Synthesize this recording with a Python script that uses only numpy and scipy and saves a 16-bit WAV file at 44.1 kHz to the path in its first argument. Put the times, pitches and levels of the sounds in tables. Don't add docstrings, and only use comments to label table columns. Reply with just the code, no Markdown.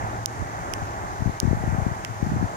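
import sys
import numpy as np
from scipy import signal
from scipy.fft import rfft, irfft
from scipy.io import wavfile
from scipy.ndimage import uniform_filter1d, minimum_filter1d

SR = 44100
rng = np.random.default_rng(int(sys.argv[2]) if len(sys.argv) > 2 else 0)


def log_audio(samples):
    frames = np.atleast_2d(samples).T
    limited = np.clip(frames, -1, 1)
    pcm = np.round(limited * 32767).astype(np.int16)
    wavfile.write(sys.argv[1], SR, pcm)


N = 112896
TIME = np.arange(N) / SR
HZ = np.fft.rfftfreq(N, 1 / SR)

# f/Hz, left density level/dB per Hz, right density level/dB per Hz, shared power fraction/1
SOUGH_SPECTRUM = [(40, -59, -57, 0.34), (85, -58, -57, 0.2), (170, -67, -66.5, 0.85),
                  (260, -69.5, -68.5, 0.93), (325, -64.5, -65, 0.94), (482, -70, -69.5, 0.97),
                  (690, -61.5, -65, 0.87), (770, -61, -59.5, 0.75), (1017, -66, -65.0, 0.7),
                  (1340, -67.0, -66.0, 0.81), (1800, -71.5, -69.5, 0.79), (2080, -75, -75, 0.61),
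                  (2646, -82.5, -87.5, 0.19), (3460, -88.5, -89.5, 0.0), (4260, -88.5, -90.5, 0.0),
                  (5420, -86.5, -88.5, 0.08), (6400, -79.5, -89.5, 0.14), (6940, -84, -89, 0.0),
                  (8170, -93.5, -91.5, 0.0), (10500, -98, -96, 0.0), (12600, -99.3, -99.7, 0.25),
                  (15200, -100.1, -99.7, 0.5)]
# t/s, level/dB
SOUGH_SWELL = [(0, 0), (.3, -0.5), (.6, 0), (.9, 0), (1.2, 0), (1.5, -0.5), (1.8, 0), (2.1, -0.5),
               (2.56, 0)]
SOUGH_RIGHT_DELAY_S, NOISE_TOP_CUT_HZ = 0.00041, 15450
FLICKER_DB, FLICKER_PER_S = 0.81, 14
SIGH_DB, SIGH_PER_S, SIGH_TOP_HZ = 1.01, 6.13, 2500

# mean f/Hz, left rms level/dB, right rms level/dB, pitch waver/Hz
HUM_TONES = [(111.3, -43, -43, 2.7), (648, -52, -54.5, 7.8), (819, -56, -52, 7)]
HUM_WAVER_DB, HUM_WAVER_PER_S, HUM_PITCH_PER_S = 3.5, 11, 8

# t/s, envelope peak level/dB, f at the peak/Hz, width at half height/ms, port (0 left, 1 right)
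LARGE_EDDIES = [(0.04, -20.5, 143, 10.2, 1), (0.404, -20.5, 103, 35, 1), (0.425, -14.5, 134, 7.3, 1),
                (0.827, -18.5, 117, 13, 0), (1.223, -13.5, 127, 6.8, 0), (1.262, -8, 126, 9.6, 0),
                (1.276, -7, 130, 5.1, 0), (1.296, -10, 137, 4.4, 0), (1.432, -9, 177, 6.8, 0),
                (1.454, -7, 146, 8.3, 0), (1.482, -10, 148, 20, 0), (1.499, -23, 87, 31, 0),
                (1.513, -3, 136, 5.4, 0), (1.532, -4, 192, 3.3, 0), (1.547, -19, 131, 14, 0),
                (1.575, -15, 123, 9.5, 1), (1.612, -19.1, 135, 20, 0), (1.64, -12.5, 157, 8.1, 0),
                (1.663, -26, 94, 7.1, 0), (1.663, -23, 112, 20, 1), (1.679, -8.5, 129, 8.8, 0),
                (1.693, -12, 109, 7.7, 0), (1.709, -16, 98, 12, 0), (1.731, -13, 129, 18, 0),
                (1.749, -13, 172, 7.6, 0), (1.787, -10, 147, 11.5, 0), (1.823, -12.1, 105, 13, 0),
                (1.867, -5.5, 160, 5, 0), (1.917, -15, 138, 10, 0), (2.104, -22, 113, 28, 0),
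                (2.229, -6, 168, 5.4, 0), (2.246, -18, 119, 11.3, 0), (2.268, -14, 206, 10.1, 0),
                (2.287, -22.2, 141, 9.2, 1), (2.3, -21, 152, 29, 0), (2.32, -10, 193, 6.1, 1),
                (2.337, -18.1, 177, 11, 1), (2.338, -17, 129, 8.5, 0), (2.352, -15.5, 109, 6.7, 0),
                (2.368, -15.5, 206, 11.5, 0), (2.38, -21, 163, 9.7, 1), (2.397, -20.5, 134, 12, 1),
                (2.414, -12.5, 145, 7, 0), (2.429, -9.5, 228, 7.3, 0), (2.443, -12, 129, 10.4, 0),
                (2.443, -26, 104, 10, 1), (2.457, -16.4, 147, 5, 0)]
# t/s, left level/dB, right level/dB
GUST_LEVELS = [(0, -52, -48), (.2, -53, -47), (.45, -50, -47), (.7, -38, -52), (.9, -42, -53),
               (1.15, -44, -52), (1.2, -27, -52), (1.33, -46, -52), (1.41, -50, -52), (1.44, -22, -51),
               (1.55, -25, -40), (1.59, -38, -41), (1.7, -24.5, -48), (1.88, -25, -40), (1.97, -37, -51),
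               (2.21, -35, -45), (2.26, -26, -34), (2.33, -25.5, -32), (2.45, -27, -34), (2.5, -45, -46),
               (2.56, -48, -47)]
EDDIES_PER_S, EDDY_SCATTER_DB = 90, 5
EDDY_HZ, EDDY_SPREAD_OCT, EDDY_CYCLES = 134.4, 0.72, 1.36
EDDY_ATTACK_SHARE = 0.6
EDDY_GLIDE, EDDY_GLIDE_SPREAD = 0.83, 0.57
EDDY_GLIDE_PER_DB, EDDY_USUAL_DB = 0.09, -16

# t/s, right peak level/dB before the limiter, rebound delay/ms, rebound level/dB relative to the snap,
# lower corner f/Hz, upper corner f/Hz
BODY_TICKS = [(.2590, 5, 0.2, -6.5, 2720, 15000), (0.7372, -8.5, 0.37, -3, 1860, 8500),
              (1.4015, 4, 0.196, -8.5, 2800, 15000), (2.0488, -10, 0.376, -7, 1360, 5600)]
# f/Hz, bandwidth/Hz, level/dB relative to the bare snap
SHELL_MODES = [(1950, 390, 3), (2930, 780, -1), (6040, 1060, 7), (9400, 1400, -10), (14500, 1700, -9)]
# f/Hz, bandwidth/Hz, level/dB relative to the right port
INLET_MODES = [(6500, 600, -7), (7400, 1100, -1), (10200, 730, -20)]
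SNAP_TOP_HZ = 15400
LEFT_LEAK_DB, LEFT_DELAY_S = -28, 0.0001

LOW_CUT_HZ, TOP_HZ = 50.4, 16600
LIMIT_DB, LOOKAHEAD_S, SLEW_S = -2.2, 0.0064, 0.02


def undb(db):
    return 10 ** (np.asarray(db) / 20)


def walk(rate):
    hold = int(SR / rate)
    steps = np.repeat(rng.standard_normal(N // hold + 1), hold)
    smooth = uniform_filter1d(uniform_filter1d(steps, hold), hold)
    return 1.343 * smooth[:N]


def ring(hz, width_hz):
    return 1j * HZ * width_hz / (hz ** 2 - HZ ** 2 + 1j * HZ * width_hz)


def late(s):
    return np.exp(-2j * np.pi * HZ * s)


def pines():
    table = np.array(SOUGH_SPECTRUM).T
    octave = np.log2(HZ + 1)
    left_db, right_db, like = (np.interp(octave, np.log2(table[0]), col) for col in table[1:])
    like = np.clip(like, 0, 1)
    shared, own_left, own_right = rfft(rng.standard_normal((3, N)))
    left = np.sqrt(like) * shared + np.sqrt(1 - like) * own_left
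    right = np.sqrt(like) * shared * late(SOUGH_RIGHT_DELAY_S) + np.sqrt(1 - like) * own_right
    both = np.array([undb(left_db) * left, undb(right_db) * right])
    both = both * np.sqrt(SR / 2) * (HZ < NOISE_TOP_CUT_HZ)
    swell_db = np.interp(TIME, *np.array(SOUGH_SWELL).T)
    sigh_db = SIGH_DB * walk(SIGH_PER_S)
    out = 0
    for centre in np.arange(4, 14.6, .5):
        share = np.clip(1 - 2 * abs(octave - centre), 0, 1)
        band_db = swell_db + FLICKER_DB * walk(FLICKER_PER_S)
        if 2 ** centre < SIGH_TOP_HZ:
            band_db = band_db + sigh_db
        out = out + irfft(both * share, N) * undb(band_db)
    return out


def hum():
    out = 0
    for hz, left_db, right_db, waver_hz in HUM_TONES:
        cycles = np.cumsum(hz + waver_hz * walk(HUM_PITCH_PER_S)) / SR
        tone = undb(HUM_WAVER_DB * walk(HUM_WAVER_PER_S)) * np.sin(2 * np.pi * cycles)
        out = out + np.sqrt(2) * undb([[left_db], [right_db]]) * tone
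    return out


def add_eddy(out, at_s, peak_db, hz, length_s, turn, bend):
    reach = int(2.5 * length_s * SR)
    i = int(at_s * SR) + np.arange(-reach, reach)
    i = i[(i >= 0) & (i < N)]
    t = (i / SR - at_s) / length_s
    side = np.where(t < 0, EDDY_ATTACK_SHARE, 2 - EDDY_ATTACK_SHARE)
    bell = np.exp(-np.log(16) * (t / side) ** 2)
    glide = EDDY_GLIDE + EDDY_GLIDE_SPREAD * bend + EDDY_GLIDE_PER_DB * (peak_db - EDDY_USUAL_DB)
    glide = max(glide, .01)
    cycles = hz * length_s * (1 - np.exp(-glide * np.maximum(t, -1))) / glide
    out[i] += undb(peak_db) * bell * np.cos(2 * np.pi * (cycles + turn))


def buffeting():
    out = np.zeros((2, N))
    gust = np.array(GUST_LEVELS).T
    count = int(EDDIES_PER_S * N / SR)
    for port in range(2):
        places = rng.random((count, 2))
        shapes = rng.standard_normal((count, 3))
        for (when, turn), (pitch, size, bend) in zip(places, shapes):
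            at_s = when * N / SR
            hz = EDDY_HZ * 2 ** (EDDY_SPREAD_OCT * pitch)
            db = np.interp(at_s, gust[0], gust[1 + port]) + EDDY_SCATTER_DB * size
            add_eddy(out[port], at_s, db, hz, EDDY_CYCLES / hz, turn, bend)
    shapes = rng.standard_normal((len(LARGE_EDDIES), 2))
    for (at_s, db, hz, ms, port), (turn, bend) in zip(LARGE_EDDIES, shapes):
        add_eddy(out[int(round(port))], at_s, db, hz, ms / 1000, turn, bend)
    return out


def ticks():
    shell = 1 + sum(undb(db) * ring(hz, width) for hz, width, db in SHELL_MODES)
    right = 0
    for at_s, db, rebound_ms, rebound_db, low_hz, high_hz in BODY_TICKS:
        high_pass = signal.butter(8, low_hz, "high", fs=SR, output="sos")
        _, above = signal.sosfreqz(high_pass, HZ, fs=SR)
        snap = above / (1 + 1j * HZ / high_hz) ** 2
        snap = snap * (1 + undb(rebound_db) * late(rebound_ms / 1000)) * shell
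        snap = snap / (1 + (HZ / SNAP_TOP_HZ) ** 20)
        peak = abs(irfft(snap, N)).max()
        right = right + snap * late(at_s) * undb(db) / peak
    inlet = undb(LEFT_LEAK_DB)
    for k, (hz, width, db) in enumerate(INLET_MODES):
        inlet = inlet + (-1) ** k * undb(db) * ring(hz, width)
    left = right * inlet * late(LEFT_DELAY_S)
    return irfft(np.array([left, right]), N)


def scene():
    return pines() + hum() + buffeting() + ticks()


def record(dry):
    low_cut = signal.butter(2, LOW_CUT_HZ, "high", fs=SR, output="sos")
    top_cut = signal.ellip(8, .1, 50, TOP_HZ, fs=SR, output="sos")
    x = signal.sosfilt(top_cut, signal.sosfilt(low_cut, dry))
    need = np.minimum(1, undb(LIMIT_DB) / (abs(x).max(axis=0) + 1e-9))
    slew = int(SLEW_S * SR)
    held = minimum_filter1d(need, slew + int(LOOKAHEAD_S * SR))
    gain = uniform_filter1d(held, slew)
    return signal.sosfilt(top_cut, x * gain)


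dry = scene()
out = record(dry)
log_audio(out)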